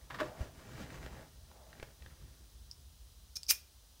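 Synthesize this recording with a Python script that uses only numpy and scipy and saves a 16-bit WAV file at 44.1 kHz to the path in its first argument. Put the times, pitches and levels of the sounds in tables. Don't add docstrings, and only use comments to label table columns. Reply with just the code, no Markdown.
import sys
import numpy as np
from scipy import signal
from scipy.fft import rfft, irfft, next_fast_len
from scipy.io import wavfile
from scipy.ndimage import map_coordinates

SR = 44100
rng = np.random.default_rng(int(sys.argv[2]) if len(sys.argv) > 2 else 0)


def store_wav(level_fs):
    pcm = np.round(np.clip(np.atleast_2d(level_fs), -1, 1) * 32767)
    wavfile.write(sys.argv[1], SR, pcm.T.astype(np.int16))


N = 176400


def bolt_stop():
    # t/s, level/dB
    clicks = [(3.5094, -17), (3.5165, -31.5), (3.5199, -33)]
    # f/Hz, level/dB
    blow_colour = [(180, -47), (500, -11.5), (1900, -5), (2470, 6.5), (3300, -8.5), (5300, -4), (7000, 2.5),
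                   (9140, -10), (11000, -0.5), (13200, 1.5), (15500, 3)]
    contact_s, crack_db, crack_t60_s, ring_db = 0.00093, -11, 0.082, -18.5
    out, t = np.zeros(N), np.arange(SR // 3) / SR
    for s, db in clicks:
        force = (t < contact_s) + amp(crack_db - 60 * t / crack_t60_s)
        chatter = coloured(force * rng.standard_normal(len(t)), blow_colour)
        blow = unit(chatter) * np.sqrt(2 * contact_s / t[-1])
        add(out, s, amp(db) * (blow + amp(ring_db) * steel_ring(t)))
    return out


def steel_ring(t):
    # f/Hz, level/dB, t60/s
    modes = [(2434, 13, 0.017), (2450, 0.5, 0.08), (4808, 5, 0.043), (5400, -11, .06), (6430, -8, 0.127),
             (8560, -4, .1), (9300, -2, 0.12), (12660, -6.5, 0.056)]
    return sum(amp(db + rng.normal(0, 1) - 60 * t / t60) * np.sin(2 * np.pi * (hz * t + rng.random()))
               for hz, db, t60 in modes)


def bolt_slides():
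    # t/s, length/s, scrape level/dB, scrape growth/dB, rattle level/dB
    strokes = [(3.356, 0.014, -39, 6, -54.5), (3.4827, 0.008, -41, 20, -48), (3.4901, .019, -29, 9, -29)]
    # f/Hz, level/dB
    slide_colour = [(2800, -30.5), (4000, -16.5), (4800, -6.5), (5400, -2), (6300, -6), (7200, -21.5),
                    (15500, -27)]
    # f/Hz, level/dB
    rattle_colour = [(500, -39), (1600, -36), (2470, -7), (3400, -9.5), (4500, -5), (7800, -9.5), (9000, 0),
                     (10300, -10), (12100, 0.5), (13700, -15), (15500, -17)]
    rattle_growth_db, ring_db = 13, -7.5
    scrape, rattle, t = np.zeros(N), np.zeros(N), np.arange(SR // 20) / SR
    for s, length, db, growth_db, rattle_db in strokes:
        travel, moving = np.minimum(t / length, 1), t < length
        slips = moving * amp(growth_db * travel) * grains(len(t), per_s=3800)
        knocks = moving * amp(rattle_growth_db * travel) * grains(len(t), per_s=14000)
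        length_gain = np.sqrt(length / t[-1])
        add(scrape, s, amp(db) * unit(coloured(slips, slide_colour)) * length_gain)
        add(rattle, s, amp(rattle_db) * unit(coloured(knocks, rattle_colour)) * length_gain)
    ring = signal.fftconvolve(rattle, steel_ring(np.arange(SR // 4) / SR))[:N]
    return scrape + rattle + amp(ring_db) * rattle.std() * unit(ring)


def bolt_ticks():
    # t/s, ring peak/dB, ring f/Hz, edge against ring/dB
    catches = [(2.7136, -32.5, 5250, -8.5), (3.4329, -32, 4920, 0), (3.467, -38, 5240, -20),
               (3.4992, -22, 5140, -14), (3.5049, -20.5, 5500, -14.5), (3.361, -31.5, 5320, -16)]
    half_width_s = 0.00053
    out, t = np.zeros(N), np.arange(-SR // 200, SR // 200) / SR
    pulse = np.exp(-(t / half_width_s) ** 2)
    for s, db, hz, edge_db in catches:
        ring = pulse * np.sin(2 * np.pi * hz * t)
        edge = peaked(resonant(pulse * rng.standard_normal(len(t)), hz=5600, width_hz=5200))
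        add(out, s + t[0], amp(db) * (ring + amp(edge_db) * edge))
    return out


def pick_up():
    # t/s, scrape level/dB, attack/s, t60/s, hollow body level/dB
    scuffs = [(.1, -44, 0.0057, 0.15, -72), (0.141, -41, 0.0039, 0.092, -70),
              (0.184, -43, 0.0074, 0.19, -47), (.199, -32, 0.0023, 0.12, -36.5)]
    # f/Hz, level/dB
    scrape_colour = [(130, -24.5), (600, -2), (1100, 3.5), (2000, -2), (2600, -9.5), (3200, -9),
                     (5000, -18.5), (9000, -32.5)]
    # f/Hz, level/dB
    body_colour = [(200, -18), (335, 7.5), (470, -5), (620, -1), (800, -20), (5000, -60)]
    # t/s, peak/dB
    thumps = [(0.404, -30), (0.571, -48)]
    desk_s, desk_hz, desk_db = 0.208, 614, -28
    thump_hz, soft_attack_s = 70, 0.0108
    out, t = np.zeros(N), np.arange(SR // 3) / SR
    for s, db, attack_s, t60, body_db in scuffs:
        scrape = unit(coloured(grains(len(t), per_s=4000), scrape_colour))
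        body = unit(coloured(rng.standard_normal(len(t)), body_colour))
        add(out, s, amp(db) * scrape * swell(t, attack_s, t60))
        add(out, s, amp(body_db) * body * swell(t, 2 * attack_s, 1.7 * t60))
    desk = swell(t, soft_attack_s, t60=0.083) * np.sin(2 * np.pi * desk_hz * t)
    add(out, desk_s, amp(desk_db) * desk)
    thump = swell(t, soft_attack_s, t60=0.085) * np.sin(2 * np.pi * thump_hz * t)
    for s, db in thumps:
        add(out, s, amp(db) * thump)
    return out


def finger_taps():
    # t/s, peak/dB, knock f/Hz, skin against knock/dB
    taps = [(.9018, -42, 1840, -15), (1.028, -43.5, 1650, -7), (1.061, -38, 1770, 4),
            (1.513, -49.5, 980, -5), (1.728, -43, 1790, -21), (1.797, -39.5, 1800, 3),
            (1.827, -32.5, 1750, 9.5), (2.022, -46.5, 2000, 8), (2.06, -42.5, 1840, 0.5)]
    # f/Hz, level/dB
    skin_colour = [(90, 5.5), (200, -2.5), (800, 2), (1300, -16.5), (1900, -14), (3000, -9), (12000, -34.5)]
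    edge_db = -10.5
    out, t = np.zeros(N), np.arange(SR // 10) / SR
    for s, db, hz, skin_db in taps:
        on_barrel, on_skin = rng.standard_normal((2, len(t))) * swell(t, attack_s=0.0017, t60=0.014)
        knock = unit(resonant(on_barrel, hz, width_hz=800))
        edge = unit(resonant(on_barrel, hz=3530, width_hz=800))
        skin = unit(coloured(on_skin, skin_colour))
        add(out, s, amp(db) * peaked(knock + amp(edge_db) * edge + amp(skin_db) * skin))
    return out


def handling():
    # t/s, level/dB
    rustle_curve = [(.09, -68.5), (.11, -60.5), (.25, -50), (.33, -58.5), (.41, -51), (.52, -64),
                    (.59, -59), (.81, -49.5), (.88, -55.5), (.95, -50.5), (1.07, -53.5), (1.21, -55.5),
                    (1.33, -73.5), (1.62, -70), (1.82, -60.5), (1.96, -70), (2.06, -65), (2.34, -69.5),
                    (2.5, -77), (3.9, -95.5)]
    # f/Hz, level/dB
    rustle_colour = [(60, -1.5), (130, 9.5), (300, 3), (700, -3.5), (1400, -6.5), (2200, -8.5), (3200, -14),
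                     (7000, -18), (10000, -27.5)]
    # t/s, level/dB
    rub_curve = [(.2, -69), (.24, -52), (.32, -52.5), (.36, -55), (.42, -52), (.54, -69), (1.23, -57.5),
                 (1.33, -83), (1.62, -61), (2.1, -83.5), (4, -120)]
    flutter_per_s, flutter_db, grain_db, snag_db = 23, 1.5, -6, -13.5
    knots = np.arange(N) * flutter_per_s / SR
    flutter = amp(flutter_db * map_coordinates(rng.standard_normal(N // 100), [knots]))
    friction = rng.standard_normal(N) + amp(grain_db) * unit(grains(N, per_s=500))
    snags = resonant(grains(N, per_s=110), hz=1875, width_hz=690)
    rub = resonant(rng.standard_normal(N), hz=660, width_hz=316)
    rustle = flutter * unit(coloured(friction, rustle_colour)) + amp(snag_db) * unit(snags)
    return fader(rustle_curve) * rustle + fader(rub_curve) * unit(rub)


def room(x):
    # f/Hz, t60/s
    decay = [(200, 0.36), (2500, 0.31), (6000, 0.25), (15000, 0.22)]
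    early_db, tail_db = -9.5, -13.5
    hz, frame_s, spectrum = signal.stft(rng.standard_normal(SR // 2), SR, nperseg=256)
    fade = amp(-60 * frame_s / along(decay, hz)[:, None])
    tail = signal.istft(spectrum * fade, SR, nperseg=256)[1]
    t = np.arange(len(tail)) / SR
    early = grains(len(t), per_s=2200) * swell(t, attack_s=0.00045, t60=0.05)
    response = amp(tail_db) * tail / np.linalg.norm(tail) + amp(early_db) * early / np.linalg.norm(early)
    return signal.fftconvolve(x, response)[:N]


def background():
    # t/s, level/dB
    rumble_curve = [(0, -56), (.5, -63), (1.13, -50), (1.27, -66), (1.38, -56), (1.98, -65.5), (2.03, -50),
                    (2.16, -59.5), (2.25, -48), (2.42, -60), (2.56, -55), (4, -65)]
    # f/Hz, level/dB
    rumble_colour = [(22, -40.5), (48, -2), (68, -1.5), (90, -12.5), (400, -43), (2000, -87)]
    # f/Hz, level/dB
    hiss_colour = [(100, 2.5), (1200, -2), (2300, -8), (3100, 0.5), (6200, 0.5), (7500, -6.5), (9200, -2.5),
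                   (12000, -7), (15000, -3)]
    hiss_db, partial_db, whine_hz, harmonics = -65, -83.5, 1000, range(4, 11)
    t = np.arange(N) / SR
    rumble = fader(rumble_curve) * unit(coloured(rng.standard_normal(N), rumble_colour))
    hiss = amp(hiss_db) * unit(coloured(rng.standard_normal(N), hiss_colour))
    whine = sum(np.sin(2 * np.pi * (k * whine_hz * t + rng.random())) for k in harmonics)
    return rumble + hiss + amp(partial_db) * np.sqrt(2) * whine


def amp(db):
    return 10 ** (np.asarray(db) / 20)


def unit(x):
    return x / np.sqrt(np.mean(x ** 2) + 1e-20)


def peaked(x):
    return x / np.abs(x).max()


def along(points, hz):
    f, values = np.transpose(points)
    return np.interp(np.log(hz + 1), np.log(f + 1), values)


def fader(points):
    return amp(np.interp(np.arange(N) / SR, *np.transpose(points)))


def add(out, s, x):
    i = round(s * SR)
    out[i:i + len(x)] += x[:len(out) - i]


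def coloured(x, points):
    size = 2 * next_fast_len(len(x) // 2 + 2048)
    cepstrum = irfft(np.log(amp(along(points, np.fft.rfftfreq(size, 1 / SR)))))
    cepstrum[1:size // 2] *= 2
    cepstrum[size // 2 + 1:] = 0
    return irfft(rfft(x, size) * np.exp(rfft(cepstrum)))[:len(x)]


def resonant(x, hz, width_hz):
    b, a = signal.iirpeak(hz, hz / width_hz, SR)
    return signal.lfilter(b, a, signal.lfilter(b, a, x))


def grains(count, per_s):
    return (rng.random(count) < per_s / SR) * rng.standard_normal(count)


def swell(t, attack_s, t60):
    return np.minimum(t / attack_s, 1) * amp(-60 * np.maximum(t - attack_s, 0) / t60)


def scene():
    near = bolt_ticks() + bolt_slides() + bolt_stop() + pick_up() + finger_taps() + handling()
    return (near + room(near) + background())[None]


def record(dry):
    top_hz = 15830
    return signal.fftconvolve(dry, signal.firwin(401, top_hz, fs=SR)[None], mode="same", axes=1)


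dry = scene()
out = record(dry)
store_wav(out)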